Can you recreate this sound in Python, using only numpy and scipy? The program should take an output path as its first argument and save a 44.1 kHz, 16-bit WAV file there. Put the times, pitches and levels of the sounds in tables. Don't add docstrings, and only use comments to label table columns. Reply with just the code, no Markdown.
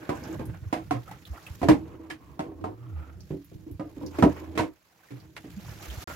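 import sys
import numpy as np
from scipy import signal
from scipy.io import wavfile
from scipy.ndimage import uniform_filter1d

SR = 44100
rng = np.random.default_rng(int(sys.argv[2]) if len(sys.argv) > 2 else 0)


def wrap_up_sound(samples):
    columns = np.atleast_2d(samples).T
    tamed = np.clip(columns, -1, 1)
    steps = np.round(tamed * 32767).astype(np.int16)
    wavfile.write(sys.argv[1], SR, steps)


def makeup_ratio(level_db):
    decades = np.asarray(level_db, float) / 20
    return 10 ** decades


N = 271215

# (time [s], boat rumble [dB], drag on the hull [dB])
SHIFTING = [(0.0, -52.5, -48.5), (0.34, -45.5, -39), (0.56, -41, -54.5), (1.28, -51.5, -61),
            (1.64, -48, -56), (1.9, -49, -39), (2.28, -53.5, -56), (2.55, -47.5, -49.5), (2.98, -51.5, -55),
            (3.61, -48, -63.5), (4.25, -55.5, -45), (4.54, -56, -43.5), (4.76, -65.5, -78), (5.1, -71, -76),
            (5.31, -47, -58), (6.15, -41, -52.5)]
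# (frequency [Hz], relative density [dB])
RUMBLE = [(40, 3), (75, 7.5), (130, 1.5), (190, 0), (260, -49)]
# (frequency [Hz], relative level before hardness tilt [dB])
HULL = [(135, -24), (190, -21.5), (290, -6), (316, 3), (375, -4), (445, -8), (488, -6.5), (560, -7),
        (630, -10.5), (695, -8.5), (770, -10), (905, -10.5), (1020, -9.5), (1200, -13)]
# (frequency [Hz], T60 [s])
HULL_T60 = [(135, 0.3), (320, 0.13), (1250, 0.038)]
# (frequency [Hz], likeness [0-1])
LIKENESS = [(40, 0.46), (120, 0.9), (400, 0.71), (1000, 0.13), (12000, 0.25)]
SKEW = np.array([[.35], [-.35]])
# (time [s], scuff [dB], hiss [dB])
RUBBING = [(0.0, -50.5, -62), (0.3, -44.5, -55), (0.5, -58, -68), (1.04, -60, -60.5), (1.11, -46.5, -62.5),
           (1.22, -70.5, -62), (1.36, -45.5, -58.5), (1.57, -61.5, -55.5), (1.95, -55, -69.5),
           (2.22, -64.5, -71.5), (2.76, -71.5, -74.5), (2.85, -56.5, -72.5), (3.0, -55.5, -70),
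           (3.17, -61, -71), (3.27, -77, -64.5), (3.73, -75, -71), (4.1, -58, -62), (4.19, -39.5, -52),
           (4.5, -55, -64), (4.8, -70.5, -70.5), (5.14, -57.5, -64.5), (5.31, -69, -66.5),
           (5.68, -49.5, -52), (6.03, -49.5, -48), (6.08, -41, -48), (6.15, -48, -50)]
# (frequency [Hz], relative density [dB])
SCUFF = [(300, -11.5), (600, -8.5), (2600, -20), (6000, -48.5)]
# (time [s], frequency [Hz], lift [dB])
SINGS = [(0.3, 1600, 9), (1.8, 1057, 7.5), (2.5, 1067, 17.5), (3.151, 1388, 13), (3.5, 995, 11.5),
         (5.95, 1038, -1.5), (6.08, 1400, 14)]
# (frequency [Hz], relative density [dB])
HISS = [(880, -25.5), (1500, -4.5), (3250, -9), (7100, -10), (8660, -21), (12600, -11.5), (16000, -21)]
# (frequency [Hz], relative density [dB])
NIGHT = [(30, -12.5), (106, -4.5), (801, -16), (1960, -10), (8520, -24), (16000, -16)]
# (time [s], level [dB], hardness before a common offset [dB/octave],
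# crack over blow before a common offset [dB])
KNOCKS = [(.092, -19, -4, -26.5), (.394, -26.5, -9.5, -31), (.727, -18.5, -1.5, -22),
          (.909, -17, -2.5, -25.5), (1.111, -44, -4, -10), (1.616, -22.5, -3, -26.5),
          (1.63, -16, -12, -29.5), (1.686, -2.5, -6.5, -27.5), (1.709, -11, -8.5, -29),
          (2.1, -33.5, -21, -9.5), (2.393, -22.5, -3.5, -26), (2.462, -30.5, -38, -54),
          (2.518, -39, -10, -41), (2.61, -33.5, -28.5, -38), (2.641, -24, -3, -29.5),
          (3.305, -24.5, -33, -37), (3.515, -41.5, -25, -45), (3.664, -32.5, -44, -58),
          (3.796, -24.5, -5, -32.5), (3.967, -33.5, -34, -53), (4.012, -32, -6.5, -46),
          (4.032, -27, -21, -50.5), (4.186, -17, -11, -30.5), (4.225, -6.5, -7, -32),
          (4.237, -5, -17.5, -40.5), (4.553, -28, -21, -26), (4.576, -18, -0.5, -15.5),
          (4.594, -16, -3, -24), (5.106, -35, -24.5, -23.5), (5.365, -58, -5, 13), (5.441, -35.5, -21, -27)]
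# (frequency [Hz], relative density [dB])
CRACK = [(350, -56.5), (600, -7), (1290, -9), (2180, -6), (2830, -13.5), (12300, -30.5), (16000, -41.5)]
# (time [s], level before bubble and splash trims [dB], frequency [Hz])
DRIPS = [(.152, -47, 7000), (.237, -40, 5600), (.327, -44, 6600), (0.454, -42.5, 10800), (1.078, -40, 1280),
         (1.091, -37, 770), (1.112, -33.5, 820), (1.252, -40, 3430), (1.334, -38, 697),
         (1.373, -37.5, 1340), (1.465, -35.5, 2620), (3.205, -44.5, 5220), (3.444, -48, 13010),
         (3.712, -47.5, 12600), (4.062, -37.5, 5180), (5.033, -51, 1550), (5.085, -50, 1860),
         (5.2, -49.5, 4680), (5.9, -36, 3130)]
# (time [s], peak [dB], frequency [Hz], length [cycles])
THUDS = [(0.469, -31, 108, 8.2), (.626, -28.5, 90, 2.1), (0.663, -26.5, 94, 3.9), (.94, -29, 120, 14),
         (1.303, -25.5, 63, 3.5), (1.507, -27, 74, 2.05), (3.31, -33.5, 154.4, 13), (3.554, -32, 96.5, 2.3),
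         (3.72, -29, 80.6, 2), (3.752, -31, 75, 1.8), (5.113, -37.5, 126, 15.6), (5.573, -32, 198, 9),
         (5.877, -29.5, 62, 6.3), (5.978, -25.5, 76, 1.9)]
# (time [s], frequency [Hz], level [dB])
QUIVER = [
    [(1.62, 85.2, -25.5), (1.756, 74.8, -38.5), (2.1, 81.7, -51.5)],
    [(2.55, 76.6, -44), (2.76, 112.3, -45), (2.875, 125, -38), (2.955, 77.6, -33), (3.06, 71.6, -43),
     (3.26, 95.7, -44)],
    [(4.0, 85.3, -61), (4.044, 84.2, -38), (4.58, 81.7, -45)],
]
# (time [s], level before a common trim [dB])
TAPS = [(2.105, -25.5)]
# (frequency [Hz], relative level [dB], T60 [s])
SPEAR = [(1694, 1, 0.094), (2050, -2, 0.07), (2350, -8, 0.033), (3093, -5, 0.092)]
# (start [s], end [s])
DROPOUT = (6.042, 6.074)

LEFT_OVER_RIGHT_DB = -3
NIGHT_DB = -71
SINGS_WIDTH_HZ = 130
REBOUND_LOWPASS_HZ, REBOUND_MAX_S = 604, 0.17
HEAVY_DB, CRISP_DB, SHORTEN_DB_PER_DB = -16.5, -21, 0.24
BOUNCE_S, BOUNCE_DB = .013, -4.5
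BUBBLE_S, BUBBLE_DB, BUBBLE_FADE_DB_PER_OCTAVE = .015, -6, -6
SPLASH_S = 0.029
MIC_LOW_HZ, BAND_EDGE_HZ = 63, 16000


def evened(x):
    return x / np.sqrt(np.mean(x ** 2) + 1e-20)


def read(points, hz):
    f, value = np.transpose(points)
    return np.interp(np.log(hz + 1), np.log(f + 1), value)


def curve(rows, order):
    rows = np.array(rows)
    return makeup_ratio(np.interp(np.arange(N) / SR, rows[:, 0], rows[:, order], -120, -120))


def pan(left_over_right_db):
    return makeup_ratio(np.array([[.5], [-.5]]) * left_over_right_db)


def add(mix, s, sound, pan_db):
    part = mix[:, round(s * SR):][:, :sound.shape[-1]]
    part += (sound * pan(pan_db))[:, :part.shape[1]]


def stereo_noise(length, level_db, size, patchy_db=0):
    hop = size // 4
    frames, hz = length // hop + 5, np.fft.rfftfreq(size, 1 / SR)[:, None]
    a, b, c, d, patches = rng.standard_normal((frames, len(hz), 5)).T
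    patches = uniform_filter1d(patches, size=7, axis=0)
    patches = evened(uniform_filter1d(patches, size=9, axis=1))
    same = np.clip(read(LIKENESS, hz), 0, 1)
    left, other = a + 1j * b, c + 1j * d
    z = np.array([left, same * left + np.sqrt(1 - same ** 2) * other])
    z *= makeup_ratio(level_db(hz, np.arange(frames) * hop / SR) + patchy_db * patches)
    return evened(signal.istft(z, nperseg=size, noverlap=size - hop)[1][:, :length])


def lumps(rate_hz, depth_db):
    steps = rng.standard_normal(int(rate_hz * N / SR) + 2)
    return makeup_ratio(depth_db * np.interp(np.arange(N) / SR * rate_hz, np.arange(len(steps)), steps))


def hull_ring(hardness_db, place):
    hz, db = (c[:, None] for c in np.transpose(HULL))
    t, t60 = np.arange(SR // 3) / SR, read(HULL_T60, hz)
    octaves = np.log2(hz / 310.0)
    db = db + hardness_db * np.clip(octaves, 0, 1.6) + 2.0 * place[:, :1]
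    hz = hz * (1 + 0.036 * np.clip(octaves + 0.39, .3, 1.5) * place[:, 2:])
    skew = place[:, 1:2] * np.arccos(np.clip(read(LIKENESS, hz), 0, 1)) * 0.69
    decay = makeup_ratio(db - 60 * t / t60)
    return np.array([(decay * np.sin(2 * np.pi * hz * t + side * skew)).sum(0) for side in (-1, 1)])


def shifting():
    rumble = stereo_noise(N, lambda hz, t: read(RUMBLE, hz), size=2048) * lumps(16, 4.9)
    grit = rng.standard_normal(N) * lumps(40, 4.4)
    ring = hull_ring(-6, rng.standard_normal((len(HULL), 3)))
    hum = signal.oaconvolve(ring, grit[None], axes=1)[:, :N]
    return curve(SHIFTING, order=1) * evened(rumble) + curve(SHIFTING, order=2) * evened(hum)


def rub_gain(order):
    return uniform_filter1d(curve(RUBBING, order), size=500)


def scuff_db(hz, t):
    s, sings_hz, lift_db = np.transpose(SINGS)
    offset = (hz - np.interp(t, s, sings_hz)) / SINGS_WIDTH_HZ
    return read(SCUFF, hz) + np.interp(t, s, lift_db) * np.exp(-offset ** 2)


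def rubbing():
    catch = lumps(40, 3.8)
    scuff = evened(catch * lumps(70, 3.7) * stereo_noise(N, scuff_db, size=512))
    fine = stereo_noise(N, lambda hz, t: read(HISS, hz), size=256, patchy_db=2.0)
    hiss = evened(catch ** 0.34 * lumps(180, 2.5) * fine)
    return rub_gain(order=1) * scuff + rub_gain(order=2) * hiss


def night():
    floor = stereo_noise(N, lambda hz, t: read(NIGHT, hz), size=1024)
    return makeup_ratio(NIGHT_DB) * lumps(7.8, 1.7) * floor


def bubble(hz, cycles):
    u = np.arange(0, 1, hz / cycles / SR)
    return np.sin(2 * np.pi * cycles * u) * np.sin(np.pi * u ** 0.52) ** 2


def gurgles():
    out = np.zeros((2, N))
    busy = rub_gain(order=1)
    for s, pitch, size, side in rng.random((900, 4)):
        gurgle = bubble(700 * 5 ** pitch, 4 + 9 * size)
        gain = busy[int(s * N)] * makeup_ratio(-10.0 + 11.6 * size - 6 * pitch)
        add(out, s * (N - 1) / SR, gain * gurgle, 12 * side - 7)
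    return out


def blow_force(t, rise_s, length_s, hardness_db):
    force = rng.standard_normal(len(t)) * (1 - np.exp(-t / rise_s)) * makeup_ratio(-60 * (t / length_s) ** 2.07)
    soft = signal.lfilter(*signal.butter(1, REBOUND_LOWPASS_HZ, fs=SR), force)
    force = soft + (2.76 * np.exp(-t / 0.0044) + .4 * np.exp(-t / 0.027)) * force
    force[0] = 17.0 * makeup_ratio(0.25 * hardness_db)
    force[round(BOUNCE_S * SR)] = makeup_ratio(BOUNCE_DB) * force[0]
    return force


def blow_crack(t, rise_s, length_s):
    def level_db(hz, u):
        return read(CRACK, hz) - 45 * (u / length_s) ** 1.8 * (hz / 2000 + 0.0108) ** 0.1

    crack = stereo_noise(len(t), level_db, size=128)
    bounce = makeup_ratio(BOUNCE_DB) * (t > BOUNCE_S) * np.exp(-abs(t - BOUNCE_S) / 0.0024)
    snap = 2.2 * (np.exp(-t / 0.00079) + bounce)
    crack *= (1 - np.exp(-t / rise_s)) * (1 + 1.2 * np.exp(-t / 0.019) + snap) * (1 - t / t[-1])
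    return crack / np.sqrt(np.mean(crack[:, :700] ** 2))


def knocks():
    out, t = np.zeros((2, N)), np.arange(SR // 4) / SR
    places = rng.standard_normal((len(KNOCKS), len(HULL), 3))
    for (s, db, hardness_db, crack_db), place in zip(KNOCKS, places):
        excess_db = max(db - HEAVY_DB, 0) + max(crack_db - CRISP_DB, 0)
        length_s = REBOUND_MAX_S * makeup_ratio(-SHORTEN_DB_PER_DB * excess_db)
        rise_s = 0.0003 * makeup_ratio(-.6 * hardness_db)
        force = blow_force(t, rise_s, length_s, hardness_db)
        ring = signal.fftconvolve(hull_ring(hardness_db + 10.5, place), force[None], axes=1)
        ring /= 2.675 * np.sqrt(np.mean(ring[:, :round(.25 * length_s * SR) + 300] ** 2))
        ring[:, :len(t)] += makeup_ratio(crack_db + 4.5) * blow_crack(t, rise_s, length_s)
        add(out, s, makeup_ratio(db) * ring, LEFT_OVER_RIGHT_DB)
    return out


def drips():
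    out, t = np.zeros((2, N)), np.arange(3000) / SR
    for (s, db, hz), side in zip(DRIPS, rng.random(len(DRIPS))):
        envelope = np.exp(-(t / SPLASH_S) ** 2) + 2.3 * np.exp(-t / 0.0034)
        spray = rng.standard_normal((2, len(t))) * envelope * np.minimum(t / 0.00091, 1)
        band = signal.butter(2, [hz / 1.22, hz * 1.22], "band", fs=SR, output="sos")
        splash = signal.sosfilt(band, spray)
        octaves = np.log2(hz / 2000)
        bubble_db = db + BUBBLE_DB + BUBBLE_FADE_DB_PER_OCTAVE * max(octaves, 0)
        add(out, s, makeup_ratio(bubble_db) * bubble(hz, hz * BUBBLE_S), 10 * side - 6)
        wet = makeup_ratio(-13.0) * splash / splash[:, :600].std() + makeup_ratio(-20.5) * spray
        add(out, s, makeup_ratio(db + 3.9 * min(octaves, 0)) * wet, LEFT_OVER_RIGHT_DB)
    return out


def thuds():
    out = np.zeros((2, N))
    for s, db, hz, cycles in THUDS:
        u = np.arange(0, 1, hz / max(cycles, 1) / SR)
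        swell = np.sin(np.pi * u ** 0.53) ** 2
        add(out, s - .006, makeup_ratio(db) * np.sin(2 * np.pi * cycles * u + SKEW) * swell, LEFT_OVER_RIGHT_DB)
    return out


def quiver():
    t, wobble = np.arange(N) / SR, lumps(22, 3.3)
    tones = np.zeros((2, N))
    for rows in QUIVER:
        hz = np.interp(t, *np.transpose(rows)[:2])
        gain = uniform_filter1d(curve(rows, order=2), size=500)
        tones += gain * np.sin(2 * np.pi * np.cumsum(hz) / SR + SKEW)
    return wobble * tones


def spear():
    out, t = np.zeros((2, N)), np.arange(SR // 4) / SR
    hz, level_db, t60 = (c[:, None] for c in np.transpose(SPEAR))
    for (s, db), place in zip(TAPS, rng.standard_normal((len(TAPS), 2, len(SPEAR), 2))):
        decay = makeup_ratio(level_db + 2.8 * place[..., :1] - 60 * t / t60)
        ring = (decay * np.sin(2 * np.pi * hz * t + place[..., 1:])).sum(1)
        rattle = rng.standard_normal(600) * np.exp(-t[:600] / 0.006)
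        ring = signal.fftconvolve(ring, rattle[None], axes=1)
        add(out, s, makeup_ratio(db - 14.5) * ring / ring[:, :600].std(), LEFT_OVER_RIGHT_DB)
    return out


def scene():
    around = (shifting() + rubbing() + night() + quiver()) * pan(LEFT_OVER_RIGHT_DB)
    return around + gurgles() + knocks() + drips() + thuds() + spear()


def low_pass(x):
    return signal.sosfilt(signal.butter(12, 16820, fs=SR, output="sos"), x)


def record(dry):
    t = np.arange(N) / SR
    start_s, end_s = DROPOUT
    on = np.clip(np.maximum(start_s - t, t - end_s) / 0.0004, 0, 1)
    highpass = signal.butter(3, MIC_LOW_HZ, "high", fs=SR, output="sos")
    heard = np.tanh(signal.sosfilt(highpass, dry)) * on
    lowpass = signal.firwin(401, BAND_EDGE_HZ, fs=SR)
    heard = signal.oaconvolve(heard, lowpass[None], "same")
    return low_pass(heard)


dry = scene()
out = record(dry)
wrap_up_sound(out)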